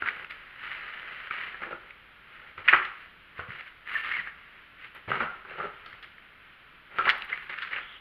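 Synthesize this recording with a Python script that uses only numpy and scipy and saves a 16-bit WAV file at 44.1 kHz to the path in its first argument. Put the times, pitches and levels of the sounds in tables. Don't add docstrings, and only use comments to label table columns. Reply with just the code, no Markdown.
import sys
import numpy as np
from scipy import signal
from scipy.fft import rfft, irfft
from scipy.io import wavfile
from scipy.ndimage import uniform_filter1d, minimum_filter1d

SR = 44100
rng = np.random.default_rng(int(sys.argv[2]) if len(sys.argv) > 2 else 0)


def persist_wave(psi):
    counts = np.round(np.clip(psi, -1, 1) * 32767).astype(np.int16)
    wavfile.write(sys.argv[1], SR, np.atleast_2d(counts).T)


N = 353108

# frequency in Hz, relative spectral density in dB.
BACKGROUND_SPECTRUM = [(20, -4), (40, 4), (80, -5), (130, -4), (300, -9), (800, -11.5), (1050, -7),
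                       (1350, 0.5), (2200, -2), (3100, -6), (4600, -26.5), (6000, -45), (8400, -47.5),
                       (10000, -35.5), (13000, -34.5), (16000, -43.5)]
RUB_SPECTRUM = [(60, -28.5), (750, -19.5), (1000, -13.5), (1280, -2.5), (1600, -1.5), (2050, 1),
                (2550, -6.5), (2900, -6), (3400, -18), (4000, -23.5), (4900, -36.5), (6000, -60.5),
                (9000, -72.5)]
SHEEN_SPECTRUM = [(3000, -24), (6800, -7.5), (8200, -10), (10500, 4), (13000, -0.5), (16000, -11.5)]
SHELL_SPECTRUM = [(70, -14), (170, 6), (260, -5.5), (400, 2), (540, 5.5), (680, 1.5), (850, 7), (1050, 1),
                  (1380, 7.5), (1750, -9), (2300, -9.5), (4000, -48)]
PLASTIC_SPECTRUM = [(100, -19), (370, -19), (600, -15), (900, -10), (1300, -1.5), (1700, -1), (2200, -3),
                    (2900, -10), (3600, -22), (4700, -34), (6000, -56), (8300, -62), (11000, -62),
                    (16000, -70)]
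# start, rise and length in seconds, then nominal levels in dB
MOVEMENTS = [ (0.0, 0.01, 0.23, -43, -55, -35.5), (0.045, 0.042, 0.032, -30.5, -53, -45),
             (0.294, 0.0068, 0.023, -38.5, -59, -36), (0.332, .02, 0.42, -49, -64, -36),
             (0.558, 0.11, 0.19, -38.5, -64, -41), (0.746, 0.015, 0.53, -41, -58.5, -41),
             (1.298, .015, 0.19, -38, -57, -41), (1.473, 0.0091, 0.12, -46.5, -58, -44),
             (1.603, 0.019, 0.03, -40, -40.5, -42), (1.65, .01, 0.03, -44.5, -47.5, -44),
             (1.698, .015, 0.033, -42, -41, -48), (1.78, .02, 0.12, -53.5, -62, -36),
             (2.196, 0.17, 0.31, -52.5, -60.5, -38), (2.574, .006, 0.025, -41, -50, -48),
             (2.638, 0.065, 0.14, -30.5, -47, -45.5), (2.82, .01, 0.044, -37, -53, -46),
             (2.913, 0.025, 0.14, -50, -72, -35), (3.352, 0.032, 0.052, -40, -54.5, -39),
             (3.473, 0.017, .14, -43, -58, -40), (3.653, 0.013, 0.029, -46, -74, -34),
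             (3.856, 0.02, 0.052, -38, -72, -36), (3.9, .02, 0.1, -34.5, -72, -34.5),
             (4.02, 0.021, 0.093, -33.5, -72, -41), (4.093, 0.0091, 0.11, -36, -66, -42.5),
             (4.216, .02, 0.066, -46, -63.5, -36), (4.345, .03, .25, -55.5, -73, -38),
             (4.761, 0.072, 0.1, -44, -71, -40), (4.943, .006, 0.023, -43.5, -55, -33),
             (5.074, 0.017, 0.095, -35, -37.5, -42), (5.194, .008, 0.042, -34, -38, -44),
             (5.28, .02, 0.12, -52.5, -57, -40), (5.45, 0.061, 0.081, -43, -48, -50),
             (5.546, 0.049, 0.11, -41, -38.5, -47), (5.68, .01, 0.28, -52, -60, -36),
             (6.017, 0.012, 0.025, -46, -62, -32), (6.902, .01, 0.074, -52, -53.5, -41),
             (6.948, 0.025, 0.077, -39, -52.5, -38), (7.034, 0.022, 0.043, -27, -39.5, -46),
             (7.101, .01, 0.14, -41.5, -57, -38), (7.274, .02, 0.082, -39, -53.5, -42.5),
             (7.37, .01, 0.1, -45.5, -63, -34.5), (7.49, 0.0047, 0.048, -39.5, -58, -43),
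             (7.573, .01, 0.11, -40.5, -63, -43), (7.704, 0.011, 0.087, -36.5, -51, -57),
             (7.81, 0.0087, 0.15, -51.5, -68, -37)]
# frequency in Hz, bandwidth in Hz, gain in dB.
HOLLOW_RESONANCES = [(250, 17, 1.5), (383, 51, 6.5), (520, 190, -3), (810, 590, -15.5), (1350, 170, 7)]
# frequency in Hz, reverberation time (60 dB) in seconds.
REVERB_TIMES = [(100, 0.39), (400, 0.37), (1000, 0.51), (2500, 0.44), (5000, 0.53), (12000, 0.27)]
# start in seconds, nominal level in dB,
# lower tone in Hz, time to fall 60 dB in seconds.
BAG_THUMPS = [(0.021,-43.5,100.5,0.096), (1.665,-44,346,0.17), (1.72,-41,342,0.15), (2.581,-46.5,97,0.14),
              (2.736,-23,378,0.057), (3.389,-40,87,0.13), (3.486,-33,121,0.092), (4.185,-48,152,0.17),
              (5.077,-33,112,0.11), (5.105,-35.5,140,0.21), (5.16,-41,155.4,.18), (5.205,-37,227,0.14),
              (5.635,-32,409,0.18), (5.932,-50,110,0.095), (7.054,-46,213,0.15)]
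# start in seconds, dry peak in dB, ring frequency in Hz,
# nominal body and snap levels in dB relative to the midrange, chatter time constant in seconds.
IMPACTS = [ (.0215, -17, 1500, -7, -22.5, 0.0026), (0.0582, -23.5, 1610, -32, -28, 0.01),
           (0.0752, -20, 1550, -33, -31, 0.0042), (0.0861, -15.5, 2080, -39, -24, 0.0064),
           (0.2274, -34, 1330, -35, -29, 0.00081), (.246, -26.5, 2280, -32, -19, .001),
           (.308, -33, 2260, -15, -4, 0.0048), (1.3085, -18.5, 1410, -14, -44, .0035),
           (1.544, -27, 1850, -9, -35, 0.0066), (1.6338, -22, 1650, -9, -38, 0.0055),
           (1.9068, -32.5, 2400, -32, -17, 0.0035), (2.5793, -30, 1200, -13, -41, 0.0027),
           (2.678, -13.5, 1960, -42, -28, 0.015), (2.6833, -9.5, 2670, -22, -23, 0.0095),
           (2.685, -4, 2076, -33, -24, 0.0098), (2.728, -8, 1400, -19, -31.5, 0.0027),
           (2.7302, -9.5, 1390, -8, -39.5, 0.0034), (2.7342, -2, 1590, -20, -42, 0.0073),
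           (2.7384, -12, 1510, -6, -43, 0.0054), (2.7448, -12.5, 1350, -12, -38, 0.0044),
           (2.8519, -24, 1720, -23, -4.5, 0.00086), (3.3919, -24.5, 1240, -1.5, -29, 0.0053),
           (3.5049, -29.5, 1830, -24, -32, 0.0031), (3.6085, -28, 1980, -23, -13, .003),
           (4.114, -21, 2000, -29, -39, 0.0045), (4.2722, -26, 1790, -14, -27, 0.0086),
           (5.0826, -32.5, 1850, -8, -25, .008), (5.1162, -11.5, 1450, -4.5, -43.5, 0.0027),
           (5.2036, -14.5, 1350, -5, -37, 0.0075), (5.2223, -21.5, 1340, 6, -43, 0.0079),
           (5.449, -33.5, 1340, -5, -28.5, 0.01), (5.6008, -20.5, 1340, -7, -34, 0.0066),
           (5.8609, -33.5, 1700, -1, -1, 0.0047), (5.928, -35, 1800, -21, -16, 0.0088),
           (6.0264, -34.5, 1780, -19, 1, 0.016), (6.1812, -38, 1900, -23, -28, .003),
           (6.985, -15.5, 1420, -5.5, -16.5, 0.0091), (7.0686, -18, 1330, 6, -35, 0.004),
           (7.0774, -12, 1450, -18, -36, 0.005), (7.092, -4, 2100, -34, -13.5, 0.0019),
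           (7.0982, -6.5, 2240, -50, -3.5, 0.0073), (7.221, -23.5, 2800, -36, 0, .002),
           (7.3285, -19.5, 2100, -20, -44, .0035), (7.3756, -25.5, 1910, -34, -17, 0.0023),
           (7.4955, -24, 2050, -10.5, -13, 0.013), (7.5253, -30, 1910, -23, -27, 0.0033),
           (7.5783, -29, 1430, -30, -20, .002), (7.5864, -21, 2540, -25, -17, 0.0016),
           (7.6206, -23.5, 1520, -24, -8, 0.019), (7.732, -20, 2220, -28, -27, 0.0088),
           (7.7608, -22, 2550, -18, -40, 0.0089), (7.7844, -23.5, 1640, -12, -36, 0.0018)]
# start in seconds, level in dB, ring frequency in Hz.
PULL_CONTACTS = [(2.683, -61, 12100), (4.948, -60.5, 11800), (7.18, -59.5, 11200), (7.2485, -61, 11400),
                 (7.374, -68, 13200)]
# start, rise and length in seconds, initial rib rate in Hz,
# level in dB, unevenness of the rate as a fraction.
WEBBING_STROKES = [(3.951, 0.0065, 0.015, 1825, -21.5, 0.02), (4.133, 0.01, 0.027, 2200, -29.5, 0.028),
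                   (4.18, .012, 0.018, 2010, -31.5, 0.037), (4.27, .012, 0.039, 1850, -46.5, 0.046),
                   (6.986, 0.0031, 0.023, 1405, -25.5, 0.053), (7.05, 0.02, 0.028, 1400, -28.5, 0.1),
                   (7.316, .012, 0.02, 2100, -30.5, 0.034), (7.78, 0.027, 0.2, 3260, -53.5, 0.072)]


def amp(db):
    return 10 ** (np.asarray(db) / 20)


def unit_rms(x):
    return x / np.sqrt(np.mean(x ** 2) + 1e-20)


def curve_at(points, hz):
    frequencies, values = np.transpose(points)
    return np.interp(np.log(hz + 1), np.log(frequencies), values)


def add(mix, start_s, sound):
    part = mix[max(round(start_s * SR), 0):][:len(sound)]
    part += sound[:len(part)]


def coloured(x, spectrum, size=4096):
    log_gain = np.log(amp(curve_at(spectrum, abs(np.fft.fftfreq(size, 1 / SR)))))
    response = np.exp(np.conj(signal.hilbert(log_gain)))
    taps = np.fft.ifft(response).real[:size // 2]
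    return signal.oaconvolve(x, taps)[:len(x)]


def band(x, hz, kind, order=4):
    return signal.sosfilt(signal.butter(order, hz, kind, fs=SR, output="sos"), x)


def resonance(x, hz, width_hz):
    return signal.lfilter(*signal.iirpeak(hz, hz / width_hz, SR), x)


def wander(hz):
    rolloff = 1 + (np.fft.rfftfreq(N, 1 / SR) / hz) ** 4
    return unit_rms(irfft(rfft(rng.standard_normal(N)) / rolloff, N))


def gesture(rise_s, length_s, release_s):
    t = np.arange(0, length_s + 10 * release_s, 1 / SR)
    attack = np.minimum(t / max(rise_s, 1 / SR), 1)
    return attack * np.exp(-np.maximum(t - length_s, 0) / release_s)


def effort(levels_db, release_s):
    power = np.zeros(N)
    for (start_s, rise_s, length_s, *_), db in zip(MOVEMENTS, levels_db):
        add(power, start_s, (amp(db) * gesture(rise_s, length_s, release_s)) ** 2)
    return np.sqrt(power)


def background(level_db=-54):
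    return amp(level_db) * unit_rms(coloured(rng.standard_normal(N), BACKGROUND_SPECTRUM, size=8192))


def slips(per_s, spread_db, hiss, clump_db, clump_hz):
    sizes = rng.standard_normal(N) * amp(spread_db * np.minimum(rng.exponential(1, N), 4))
    clicks = sizes * (rng.random(N) < per_s / SR)
    return (unit_rms(clicks) + hiss * rng.standard_normal(N)) * amp(clump_db * wander(clump_hz))


def cloth_rub(release_s=0.023):
    friction = slips(per_s=1500, spread_db=2.0, hiss=1.0, clump_db=1.25, clump_hz=55)
    rub = amp(-0.87) * unit_rms(coloured(friction, RUB_SPECTRUM))
    sheen = amp(-2.0) * unit_rms(coloured(friction, SHEEN_SPECTRUM))
    *_, rub_db, _, sheen_db = np.transpose(MOVEMENTS)
    return effort(rub_db, release_s) * rub + effort(rub_db + sheen_db, release_s) * sheen


def shell_crumple(settle_s=0.034):
    buckling = slips(per_s=700, spread_db=1.5, hiss=0.36, clump_db=0.5, clump_hz=45)
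    crackle = unit_rms(hollow_ring(coloured(buckling, SHELL_SPECTRUM)))
    *_, squeeze_db, _ = np.transpose(MOVEMENTS)
    return amp(0.5) * effort(squeeze_db, settle_s) * crackle


def hollow_ring(x):
    return x + sum(amp(db) * resonance(x, hz, width_hz) for hz, width_hz, db in HOLLOW_RESONANCES)


def reverberation(x, gap_s=0.0095, reflections_per_s=5000, size=26000):
    reflections = rng.standard_normal(size) * (rng.random(size) < reflections_per_s / SR)
    reflections *= np.arange(size) > gap_s * SR
    hz, t, bands = signal.stft(reflections, SR, nperseg=256)
    decay = amp(-60 * t / curve_at(REVERB_TIMES, hz)[:, None])
    _, tail = signal.istft(bands * decay, SR, nperseg=256)
    return signal.oaconvolve(x, tail / np.linalg.norm(tail))[:N]


def bag_thumps(rise_s=0.0033):
    out, t = np.zeros(N), np.arange(SR // 3) / SR
    for start_s, db, hz, t60 in BAG_THUMPS:
        tones = np.sin(2 * np.pi * hz * t) + .45 * np.sin(2 * np.pi * 1.45 * hz * t)
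        envelope = amp(db - 60 * t / t60) * (1 - np.exp(-t / rise_s))
        add(out, start_s, envelope * tones)
    return amp(-0.5) * out


def plastic_knock(peak_db, ring_hz, body_db, snap_db, chatter_s, chatter=0.22, size=4096):
    t = np.arange(size) / SR
    force = chatter * rng.standard_normal(size) * np.exp(-t / chatter_s)
    force[0] += 1
    struck = coloured(force, PLASTIC_SPECTRUM)
    midrange = band(struck, [950, 3500], "bandpass", order=3)
    ring = unit_rms(.15 * midrange + resonance(midrange, ring_hz, width_hz=.28 * ring_hz))
    body = amp(body_db - 1.0) * unit_rms(band(hollow_ring(struck), 925, "lowpass"))
    snap = amp(snap_db + 1.5) * unit_rms(band(struck, 3210, "highpass", order=6))
    sound = ring + body + snap
    return amp(peak_db) * sound / abs(sound).max()


def fitting_knocks(echo_db=-3.5, echo_per_body=0.28):
    out = np.zeros(N)
    for start_s, peak_db, ring_hz, body_db, snap_db, chatter_s in IMPACTS:
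        knock = plastic_knock(peak_db, ring_hz, body_db, snap_db, chatter_s)
        add(out, start_s, knock)
        add(out, start_s, amp(echo_db + echo_per_body * body_db) * reverberation(knock))
    return out


def zip_pull_tinks(decay_s=0.0036, width_hz=2500, size=4096):
    out, t = np.zeros(N), np.arange(size) / SR
    for start_s, db, hz in PULL_CONTACTS:
        chatter = rng.standard_normal(size)
        ring = resonance(resonance(chatter, hz, width_hz), hz, width_hz)
        add(out, start_s, amp(db) * unit_rms(ring) * np.exp(-t / decay_s))
    return out


def webbing_buzz(flutter_db=2.5, slowing=.035, release_s=0.0054):
    out, jitter, flutter = np.zeros(N), wander(350), amp(flutter_db * wander(150))
    for start_s, rise_s, length_s, hz, db, unevenness in WEBBING_STROKES:
        envelope = gesture(rise_s, length_s, release_s)
        n = np.arange(len(envelope))
        now = (round(start_s * SR) + n) % N
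        progress = np.minimum(n / SR / length_s, 1)
        rib_hz = hz * (1 - slowing * progress) * (1 + unevenness * jitter[now])
        tone = np.sin(2 * np.pi * np.cumsum(rib_hz) / SR)
        add(out, start_s, amp(db) * envelope * unit_rms(tone * flutter[now]))
    return out


def scene(echo_db=-10.5):
    bag = cloth_rub() + shell_crumple() + webbing_buzz() + bag_thumps() + zip_pull_tinks()
    return (fitting_knocks() + bag + amp(echo_db) * reverberation(bag) + background())[None]


def record(dry, ceiling=.9, smoothing_samples=133, cutoff_hz=15700):
    allowed_gain = np.minimum(1, ceiling / (abs(dry) + 1e-9))
    held_gain = minimum_filter1d(allowed_gain, 2 * smoothing_samples)
    gain = uniform_filter1d(held_gain, smoothing_samples)
    lowpass = signal.firwin(511, cutoff_hz, window=("kaiser", 9), fs=SR)
    return signal.oaconvolve(dry * gain, lowpass[None], "same")


dry = scene()
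out = record(dry)
persist_wave(out)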